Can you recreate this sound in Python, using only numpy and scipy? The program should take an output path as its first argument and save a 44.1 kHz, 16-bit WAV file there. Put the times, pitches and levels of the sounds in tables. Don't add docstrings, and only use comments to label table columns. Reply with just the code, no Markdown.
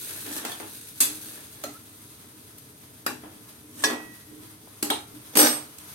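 import sys
import numpy as np
from scipy import signal
from scipy.fft import rfft, irfft, next_fast_len
from scipy.io import wavfile
from scipy.ndimage import uniform_filter1d

SR = 44100
rng = np.random.default_rng(int(sys.argv[2]) if len(sys.argv) > 2 else 0)


def pcm_store(signal):
    levels = np.round(np.clip(np.atleast_2d(signal), -1, 1) * 32767)
    wavfile.write(sys.argv[1], SR, levels.astype(np.int16).T)


N = 261954
TIME = np.arange(N) / SR
BAND_LIMIT_HZ = 16000

# start_s, length_s, relative level_db
FLARES = [(0.0, 0.22, -38.5), (1.13, 0.23, -42)]
FLARE_RISE_DB_PER_S, FLARE_FALL_DB_PER_S = 34, 88
DRYING_DB, DRYING_DB_PER_S = -40.5, 7
BOIL_DB, CRACKLE_DB = 1, -11
# frequency_hz, relative level_db
BOIL_SPECTRUM = [(410, -7), (700, -36), (1560, -3), (1750, -6.5), (2080, -6.5), (2800, -2), (3030, -8),
                 (3790, 1), (5540, -5.5), (6150, -3), (7790, -5), (8880, 0.5), (9860, -1), (10800, 4.5),
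                 (16000, 0.5)]
# time_s, relative level_db
SIMMER_COURSE = [(1.9, -55.5), (4.78, -54), (5.69, -51.5), (5.94, -47)]
SIMMER_DB = 3.5
# frequency_hz, relative level_db
SIMMER_SPECTRUM = [(350, -40), (600, 1), (906, -1.5), (997, 1.5), (1100, -4), (1310, -1.5), (2120, -4),
                   (2830, -5.5), (3250, -2.5), (4910, -4.5), (6640, -5), (7620, -10), (8860, -2.5),
                   (12000, 2), (16000, -3.5)]

FLAME_DB = -55
# frequency_hz, relative level_db
FLAME_SPECTRUM = [(25, -37), (50, -19), (75, -4), (105, 4), (130, 2.5), (160, -3.5), (235, -1.5),
                  (265, -1.5), (302, -4.5), (355, -11), (420, -4.5), (520, -14.5), (900, -24), (2000, -45)]

HOLLOW_DB = -62
# start_s, length_s, level_db
SWELLS = [(0.28, 0.092, -47), (1.1, 0.2, -53.5), (1.74, 0.044, -58), (3.24, 0.15, -53), (3.65, 0.077, -59),
          (3.785, 0.033, -46.5), (4.04, 0.018, -46.5), (4.32, 0.037, -47), (4.44, 0.026, -49.5),
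          (5.13, 0.025, -48.5)]
SWELL_RISE_DB_PER_S, SWELL_FALL_DB_PER_S = 247, 107
# frequency_hz, relative level_db
HOLLOW_SPECTRUM = [(100, -27), (200, -23), (245, -7), (268, -17.5), (306, 1.5), (335, -14), (375, -25),
                   (422, -13), (500, -26.5), (1000, -49)]

# start_s, length_s, level_db
SHOVES = [(0.02, 0.39, -51.5), (0.28, 0.18, -43), (0.48, 0.06, -46.5), (0.615, 0.026, -47),
          (1.08, 0.31, -54), (1.56, 0.089, -58.5), (3.232, 0.017, -52), (3.805, 0.074, -47.5)]
SHOVE_RISE_DB_PER_S, SHOVE_FALL_DB_PER_S = 346, 169
# frequency_hz, relative level_db
SHOVE_SPECTRUM = [(120, -57), (200, -17), (301, 0), (491, -9.5), (631, -10), (900, -13.5), (1550, -13),
                  (1740, -7.5), (2020, -20), (2300, -18), (3500, -15), (4550, -47), (7700, -79)]
# start_s, length_s, level_db
SLIDES = [(0.339, 0.0082, -38.5), (0.376, 0.015, -33.5), (3.825, 0.022, -40)]
SLIDE_RISE_DB_PER_S, SLIDE_FALL_DB_PER_S = 190, 1100
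# frequency_hz, relative level_db
SLIDE_SPECTRUM = [(1180, -12), (2000, -15), (4150, -3.5), (4410, -10), (4860, -6.5), (11900, -1),
                  (14800, -8), (16000, -17)]

# start_s, relative strength_db, brightness_db_per_octave, boom_db, left_minus_right_db,
# relative room_db, name of the part that rings
KNOCKS_AND_TICKS = [(0.263, -41.5, 1.5, 7.5, -1, -7, "none"), (0.322, -48, 3.5, 2, 2, -10, "none"),
                    (0.372, -48, -5.5, -12, -7, -3, "none"), (0.449, -31.5, 0, 0.5, 1, -4, "none"),
                    (0.517, -37.5, 0.5, -10, -2, -7, "edge"), (0.599, -38.5, -3, 7.5, 0.5, -6, "none"),
                    (1.003, -35.5, 6, -2.5, -0.5, 6, "blade"), (1.615, -52, 0, -12, 0, -12, "none"),
                    (1.637, -33.5, 1.5, 6, -1.5, -8, "rim"), (2.241, -55, -1.5, -2, 0, -4, "none"),
                    (2.582, -58, 7.5, -12, 4, -10, "none"), (3.063, -28, 1.4, 6, 2, -7, "wall"),
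                    (3.234, -55, -6.5, 10, -1.5, 3, "none"), (3.249, -60, -3, 7, 0, -12, "none"),
                    (3.837, -25, -0.5, 1.5, 0, -1.5, "handle"), (3.899, -37, -3.5, 5.5, 0, 4, "none"),
                    (3.931, -37, -4.5, 8, 3, -10, "none"), (4.672, -57.5, -8.5, 17, -1, -11, "none"),
                    (4.826, -29, 3.5, 11, -1, -6.5, "hinge"), (4.901, -23, 0, 0, 0, -7.5, "tongs"),
                    (5.353, -30, 2, 6, -4, 0, "none"), (5.362, -36, 3.5, 4, -8, -9, "none"),
                    (5.370, -20, 1.5, 9, 6, -10.5, "plate"), (5.388, -29.5, 4.5, 1.5, -7, -3, "skid"),
                    (5.398, -25, -5, -2.5, 1, -5, "plate"), (5.414, -33.5, -0.5, -2, 17, -5, "skid"),
                    (5.427, -28.5, 4.5, 4.5, 1, -4.5, "skid"), (5.445, -26.5, -0.5, 5, 5, -11.5, "skid"),
                    (5.459, -27.5, 0, -1, -5.5, -4.5, "plate"), (5.527, -41, -1, 1, 6, -4, "none"),
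                    (5.562, -46, -2, -24, -2, 1, "none"), (5.783, -54, 6.5, -5, -9, -11, "none")]
KNOCK_BANDS = [180, 500, 1200, 2600, 6500, 13000]
BRIGHTNESS_PIVOT_HZ = 2000
# frequency_hz, relative level_db, t60_s
LOW_BOOM = [(247, -1, .35), (303, 1, .45), (418, -4, .4), (560, -12, .3), (614, -12, .3), (810, -12, .3)]
# frequency_hz, relative level_db, t60_s
EDGE = [(3210, -4, .12), (3396, 0, .15), (3520, -5, .12), (4410, -7, .12)]
# frequency_hz, relative level_db, t60_s
BLADE = [(hz, db, .24) for hz, db in [(2618, -50), (3497, -49), (3920, -52), (4130, -51), (4700, -50),
         (4929, -50), (5126, -49), (6169, -50), (6320, -52), (6568, -49), (6708, -49), (7350, -48),
         (7720, -47), (8269, -47), (8480, -47), (8678, -44), (9076, -50), (9380, -47), (9878, -48),
         (10051, -50), (10401, -44), (10756, -50), (10815, -43), (11057, -48), (11353, -47), (11644, -46),
         (11962, -51), (12306, -41), (12812, -47), (13650, -52), (14298, -53)]]
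# frequency_hz, relative level_db, t60_s
RIM = [(608, 1, .25), (711, 0, .25), (767, -2, .25), (1241, -1, .22), (1335, -1, .45), (1980, -6, .12),
       (4111, -5, .25), (6115, -9, .2), (6799, -8, .2)]
# frequency_hz, relative level_db, t60_s
WALL = [(300, -1, .33), (875, -5, .25), (1130, -2, .22), (1440, 9, .06), (1620, 9, .06), (1530, 2, .18),
        (1790, -1, .22), (2430, -3, .24), (2700, -5, .18), (3960, -7, .16), (4680, -6, .18),
        (4970, -8, .18)]
# frequency_hz, relative level_db, t60_s
SHAFT = [(hz, db, .22) for hz, db in [(1060, -6), (1115, -6), (1705, 0), (1779, -4), (2464, -9), (3085, -9),
         (3450, -6), (3531, -2), (3630, -3), (4059, -8), (4350, -4), (4470, -3), (4890, -2), (5125, -8),
         (5310, -9), (5803, -4), (6280, -9), (6550, -9), (6820, -8), (7956, -8), (9026, -9), (10250, -12)]]
# frequency_hz, relative level_db, t60_s
HANDLE = [(1927, 0, .9), (2557, -7.5, .75), (3262, -10.5, .65)]
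# frequency_hz, relative level_db, t60_s
HINGE = [(247, 3, .4), (412, 2, .4), (2850, -6, .2), (4200, -5, .2), (4600, -5, .2), (7650, -3, .2),
         (8020, -5, .2), (9000, -5, .2), (11200, -1, .2), (11650, -3, .2)]
# frequency_hz, relative level_db, t60_s
TONGS = [(hz, db, .25) for hz, db in [(412, 0), (723, 0), (792, -1), (831, 1), (894, -3), (1300, -6),
         (2270, -10), (2830, -5), (3204, -1), (3310, -3), (3420, -3), (3725, 1), (3830, 0), (3960, -3),
         (4170, -3), (5050, -9), (8600, -7), (8945, -3)]]
# frequency_hz, relative level_db, t60_s
PLATE_FLOOR = [(hz, db, .3) for hz, db in [(247, 3), (298, 7), (471, -1), (559, 1), (616, 1), (808, -3),
               (865, -2), (1211, -6), (1265, -6), (1553, 0), (1758, -4), (1819, -5), (2374, -6), (2873, -5),
               (3397, -6), (3608, -5), (3745, -4), (3850, -3), (4204, -6), (4430, -4), (4756, -3),
               (5185, -2), (5771, -1), (5850, -4), (6169, -8), (6750, -6)]]
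# frequency_hz, relative level_db, t60_s
PLATE_RIM = [(hz, db, .35) for hz, db in [(2875, -49), (4756, -44), (5771, -41), (7302, -47), (7811, -50),
             (8376, -43), (8424, -34), (9256, -40), (10471, -49), (10756, -49), (11265, -45), (11418, -42),
             (11658, -40), (13318, -38), (13641, -50), (14180, -48), (15673, -43)]]
RINGS = {"none": [], "edge": [(0, 60, 1, EDGE)], "blade": [(15.5, 24, 0.9, BLADE)],
         "rim": [(-5, 42, 1, RIM)], "wall": [(4, 99, 1, WALL)], "handle": [(3, 32, 0.9, SHAFT),
         (-10, 8, .15, HANDLE)], "hinge": [(-8, 87, 0.93, HINGE)], "tongs": [(-1, 128, 0.86, TONGS)],
         "skid": [(3.6, 23, 0.76, PLATE_FLOOR)], "plate": [(5, 16, 0.5, PLATE_RIM)]}

# start_s, length_s, level_db
CHATTER = [(5.346, 0.011, -40.5), (5.376, 0.088, -23.5)]
CHATTER_RISE_DB_PER_S, CHATTER_FALL_DB_PER_S = 1204, 403
# frequency_hz, relative level_db
CHATTER_SPECTRUM = [(90, -51), (150, -24), (240, 1.5), (268, -7), (298, 7.5), (350, -16), (470, 3),
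                    (590, 3), (960, -8), (6400, -12), (7600, -24), (10000, -23), (11500, -9), (12800, -13),
                    (16000, -58)]
RIPPLE_HZ = 5000

# frequency_hz, t60_s
KITCHEN = [(150, 0.17), (300, 0.36), (1000, 0.41), (3000, 0.35), (8000, 0.34), (15000, 0.18)]
# frequency_hz, side_against_mid_db
WIDTH = [(40, -9), (110, -17), (250, -15), (500, -4), (1000, 0), (16000, 0)]
# frequency_hz, gain_db
PORTS = [(4900, 1), (5300, 0.5), (5700, 1), (6200, 3), (6800, 2.5), (7250, -1), (7900, 4), (8800, 5.5),
         (9900, 0), (11800, 3), (13200, -2.5)]
# frequency_hz, left_minus_right_db
LEAN = [(100, 0), (6500, -0.5), (7500, -3), (8600, -10.5), (9300, -6.5), (9900, 1), (11100, 13),
        (11800, 9.5), (12400, 7), (13200, 4), (16000, 4)]


def amp(db):
    return 10 ** (np.asarray(db) / 20)


def evened(x):
    return x / np.sqrt(np.mean(x ** 2) + 1e-20)


def read(points, hz):
    table_hz, value = np.transpose(points)
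    return np.interp(np.log(hz + 1), np.log(table_hz + 1), value)


def level(rows, rise_db_per_s, fall_db_per_s):
    power = np.zeros(N)
    for start_s, length_s, db in rows:
        early_s = np.maximum(start_s - TIME, 0)
        late_s = np.maximum(TIME - start_s - length_s, 0)
        power += amp(db - rise_db_per_s * early_s - fall_db_per_s * late_s) ** 2
    return np.sqrt(power)


def add(mix, start_s, sound):
    part = mix[:, max(round(start_s * SR), 0):][:, :sound.shape[1]]
    part += sound[:, :part.shape[1]]


def colour(x, points, size=4096):
    log_gain = np.log(amp(read(points, abs(np.fft.fftfreq(size, 1 / SR)))))
    response = np.exp(np.conj(signal.hilbert(log_gain)))
    taps = np.fft.ifft(response).real[:size // 2]
    return signal.oaconvolve(x, taps[None], axes=1)[:, :x.shape[1]]


def spread(pair):
    mid, side = pair[:1], colour(pair[1:], WIDTH)
    return np.vstack([mid + side, mid - side]) / np.sqrt(2)


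def drift(shape, hz):
    smooth = np.exp(-(np.fft.rfftfreq(shape[-1], 1 / SR) / hz) ** 2)
    spectrum = rfft(rng.standard_normal(shape)) * smooth
    return evened(irfft(spectrum, shape[-1]))


def tail(count=20480):
    noise = spread(rng.standard_normal((2, count)))
    hz, t, bands = signal.stft(noise, SR, nperseg=256)
    decaying = bands * amp(-60 * t / read(KITCHEN, hz)[:, None])
    return signal.istft(decaying, SR, nperseg=256)[1][:, :count]


def in_room(x, wet_db):
    echo = tail()
    wet = signal.fftconvolve(x, echo / np.linalg.norm(echo[0]), axes=1)[:, :N]
    return (x + amp(wet_db) * wet) / np.hypot(1, amp(wet_db))


def pops(per_s, spread_db, ring_s, count=300):
    happens = rng.random(N) < per_s / SR
    sizes = amp(spread_db * np.minimum(rng.exponential(1, N), 5)) * happens
    power_decay = np.exp(-np.arange(count) / (ring_s * SR))
    power = signal.oaconvolve(sizes ** 2, power_decay)[:N]
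    return evened(np.sqrt(abs(power)) * rng.standard_normal((2, N)))


def grainy(gain, spectrum, per_s, spread_db, ring_s, wet_db, surge_db, surge_hz=30):
    bursts = pops(per_s, spread_db, ring_s) * amp(surge_db * drift((N,), surge_hz))
    dry_grains = evened(colour(spread(bursts), spectrum)) * gain
    return in_room(dry_grains, wet_db)


def steel_colour(shape, width_hz=45, range_db=12, count=110):
    hz = np.geomspace(20, 17000, 1800)
    peaks_hz = (np.arange(count) + rng.random(count))[:, None] * BAND_LIMIT_HZ / count
    heights = amp(-range_db * rng.random((count, 1)) ** 2)
    power = (heights ** 2 / (1 + ((hz - peaks_hz) / width_hz) ** 2) ** 2).sum(0)
    ripple_db = 10 * np.log10(power / np.average(power, weights=hz) + .05)
    return np.column_stack([hz, read(shape, hz) + ripple_db * np.clip(hz / RIPPLE_HZ, 0, 1)])


def sizzle():
    flaring = level(FLARES, FLARE_RISE_DB_PER_S, FLARE_FALL_DB_PER_S)
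    boiling = np.hypot(flaring, amp(DRYING_DB - DRYING_DB_PER_S * TIME))
    frying = amp(SIMMER_DB + np.interp(TIME, *np.transpose(SIMMER_COURSE)))
    boil = grainy(boiling, BOIL_SPECTRUM, per_s=2600, spread_db=3.3, ring_s=.0003, wet_db=0, surge_db=1.8)
    crackle = grainy(boiling, BOIL_SPECTRUM, per_s=70, spread_db=2.6, ring_s=.0012, wet_db=-4, surge_db=1)
    simmer = grainy(frying, SIMMER_SPECTRUM, per_s=8800, spread_db=3.0, ring_s=0.00018, wet_db=6, surge_db=1.9)
    return amp(BOIL_DB) * boil + amp(CRACKLE_DB) * crackle + simmer


def flame():
    noise = spread(rng.standard_normal((2, N)))
    return amp(FLAME_DB) * evened(colour(noise, FLAME_SPECTRUM))


def handling():
    swelling = np.hypot(amp(HOLLOW_DB), level(SWELLS, SWELL_RISE_DB_PER_S, SWELL_FALL_DB_PER_S))
    noise = spread(rng.standard_normal((2, N)))
    return swelling * evened(colour(noise, HOLLOW_SPECTRUM, size=8192))


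def stirring():
    pushing = level(SHOVES, SHOVE_RISE_DB_PER_S, SHOVE_FALL_DB_PER_S)
    out = grainy(pushing, SHOVE_SPECTRUM, per_s=340, spread_db=2.1, ring_s=0.0014, wet_db=-3, surge_db=2)
    for stroke in SLIDES:
        pressing = level([stroke], SLIDE_RISE_DB_PER_S, SLIDE_FALL_DB_PER_S)
        steel = steel_colour(SLIDE_SPECTRUM)
        out += grainy(pressing, steel, per_s=1000, spread_db=3.2, ring_s=.0005, wet_db=-2, surge_db=.5)
    return out


def contact(brightness_db, boom_db, tick_db=-2.0):
    edges = np.array(KNOCK_BANDS)
    octaves = np.log2(np.sqrt(edges[2:] * edges[1:-1]) / BRIGHTNESS_PIVOT_HZ)
    *middle, top = brightness_db * octaves
    return np.array([boom_db, *middle, top + tick_db])


def favoured(shape, table, width_hz=130, lift_db=10, size=220):
    hz = np.geomspace(20, 17000, 1800)
    near = np.zeros(len(hz))
    top_db = max([db for _, db, _ in table], default=0)
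    for mode_hz, db, _ in table:
        width = min(width_hz, mode_hz / 16)
        near = np.maximum(near, amp((db - top_db) / 2) / (1 + ((hz - mode_hz) / width) ** 2))
    power = amp(lift_db * near) ** 2
    return np.column_stack([hz, read(shape, hz) + 10 * np.log10(power / uniform_filter1d(power, size))])


def modes(table, blur_hz, beating, count=32768):
    t = np.arange(count) / SR
    hz, db, t60 = np.transpose(table)[:, :, None]
    size = (2, len(table), count)
    start_phase = rng.random((2, len(table), 1))
    phase = 2 * np.pi * (hz * t + start_phase) + 1.5 * beating * drift(size, blur_hz)
    ring = amp(db - 60 * t / t60 + 5.05 * beating * drift(size, blur_hz)) * np.sin(phase)
    onset = 1 - np.exp(-t / 0.00029)
    return spread(ring.sum(1)) * np.sqrt(2) / np.linalg.norm(amp(db)) * onset


def knock(db, bands_db, room_db, part_modes, crack_s=0.0026, rise_s=0.0044, bloom_s=0.0016, boom_s=0.016,
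          crack_db=12, ring_db=-3):
    echo = tail()
    t = np.arange(echo.shape[1]) / SR
    edges = np.array(KNOCK_BANDS)
    density_db = bands_db + 10 * np.log10(SR / 2 / np.diff(edges))
    centres = np.sqrt(edges[1:] * edges[:-1])
    low_db, high_db = density_db[0], density_db[-1]
    bass = [(40, low_db - 56), (110, low_db - 32), (165, low_db - 14.5), (215, low_db - 4.5)]
    top = [(12500, high_db + 5.0), (16000, high_db - 1.0)]
    hollow = [(centres[0], low_db - 0.5), (470, (low_db + density_db[1]) / 2 - 3.0)]
    shape = favoured([*bass, *hollow, *zip(centres[1:], density_db[1:]), *top], part_modes)
    crack = spread(rng.standard_normal(echo.shape)) * np.exp(-t / crack_s) * (1 - np.exp(-t / rise_s))
    ring = colour(echo * (1 - np.exp(-t / bloom_s)), steel_colour(shape))
    low_ring = modes(LOW_BOOM, blur_hz=11.3, beating=0.93, count=len(t)) * (1 - np.exp(-t / boom_s))
    boom = amp(bands_db[0] - 0.5) * low_ring
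    return amp(db) * (amp(crack_db) * colour(crack, shape) + amp(room_db + ring_db) * (ring + boom))


def knocks_and_ticks(lag_s=0.0015):
    out = np.zeros((2, N))
    for start_s, db, brightness_db, boom_db, pan_db, room_db, part in KNOCKS_AND_TICKS:
        part_modes = [mode for *_, table in RINGS[part] for mode in table]
        impulse = knock(db, contact(brightness_db, boom_db), room_db, part_modes)
        add(out, start_s, impulse * amp([[pan_db / 2], [-pan_db / 2]]))
        for ring_db, blur_hz, beating, table in RINGS[part]:
            longest_s = max(t60 for _, _, t60 in table)
            count = 2 * next_fast_len(int(longest_s * SR / 2))
            ring = modes(table, blur_hz, beating, count=count)
            add(out, start_s + lag_s, amp(db + ring_db) * ring)
    return out


def clatter():
    skidding = level(CHATTER, CHATTER_RISE_DB_PER_S, CHATTER_FALL_DB_PER_S)
    steel = steel_colour(CHATTER_SPECTRUM, width_hz=110, count=90)
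    return grainy(skidding, steel, per_s=320, spread_db=2.1, ring_s=0.0008, wet_db=-3, surge_db=0.5)


def scene():
    return sizzle() + flame() + handling() + stirring() + knocks_and_ticks() + clatter()


def record(dry):
    hz = np.fft.rfftfreq(N, 1 / SR)
    lean = amp(np.array([[.5], [-.5]]) * read(LEAN, hz))
    ports = amp(read(PORTS, hz)) * lean / np.sqrt(np.mean(lean ** 2, axis=0))
    heard = irfft(rfft(dry) * ports, N)
    lowpass = signal.firwin(511, BAND_LIMIT_HZ, window=("kaiser", 9), fs=SR)
    return signal.oaconvolve(heard, lowpass[None], "same")


dry = scene()
out = record(dry)
pcm_store(out)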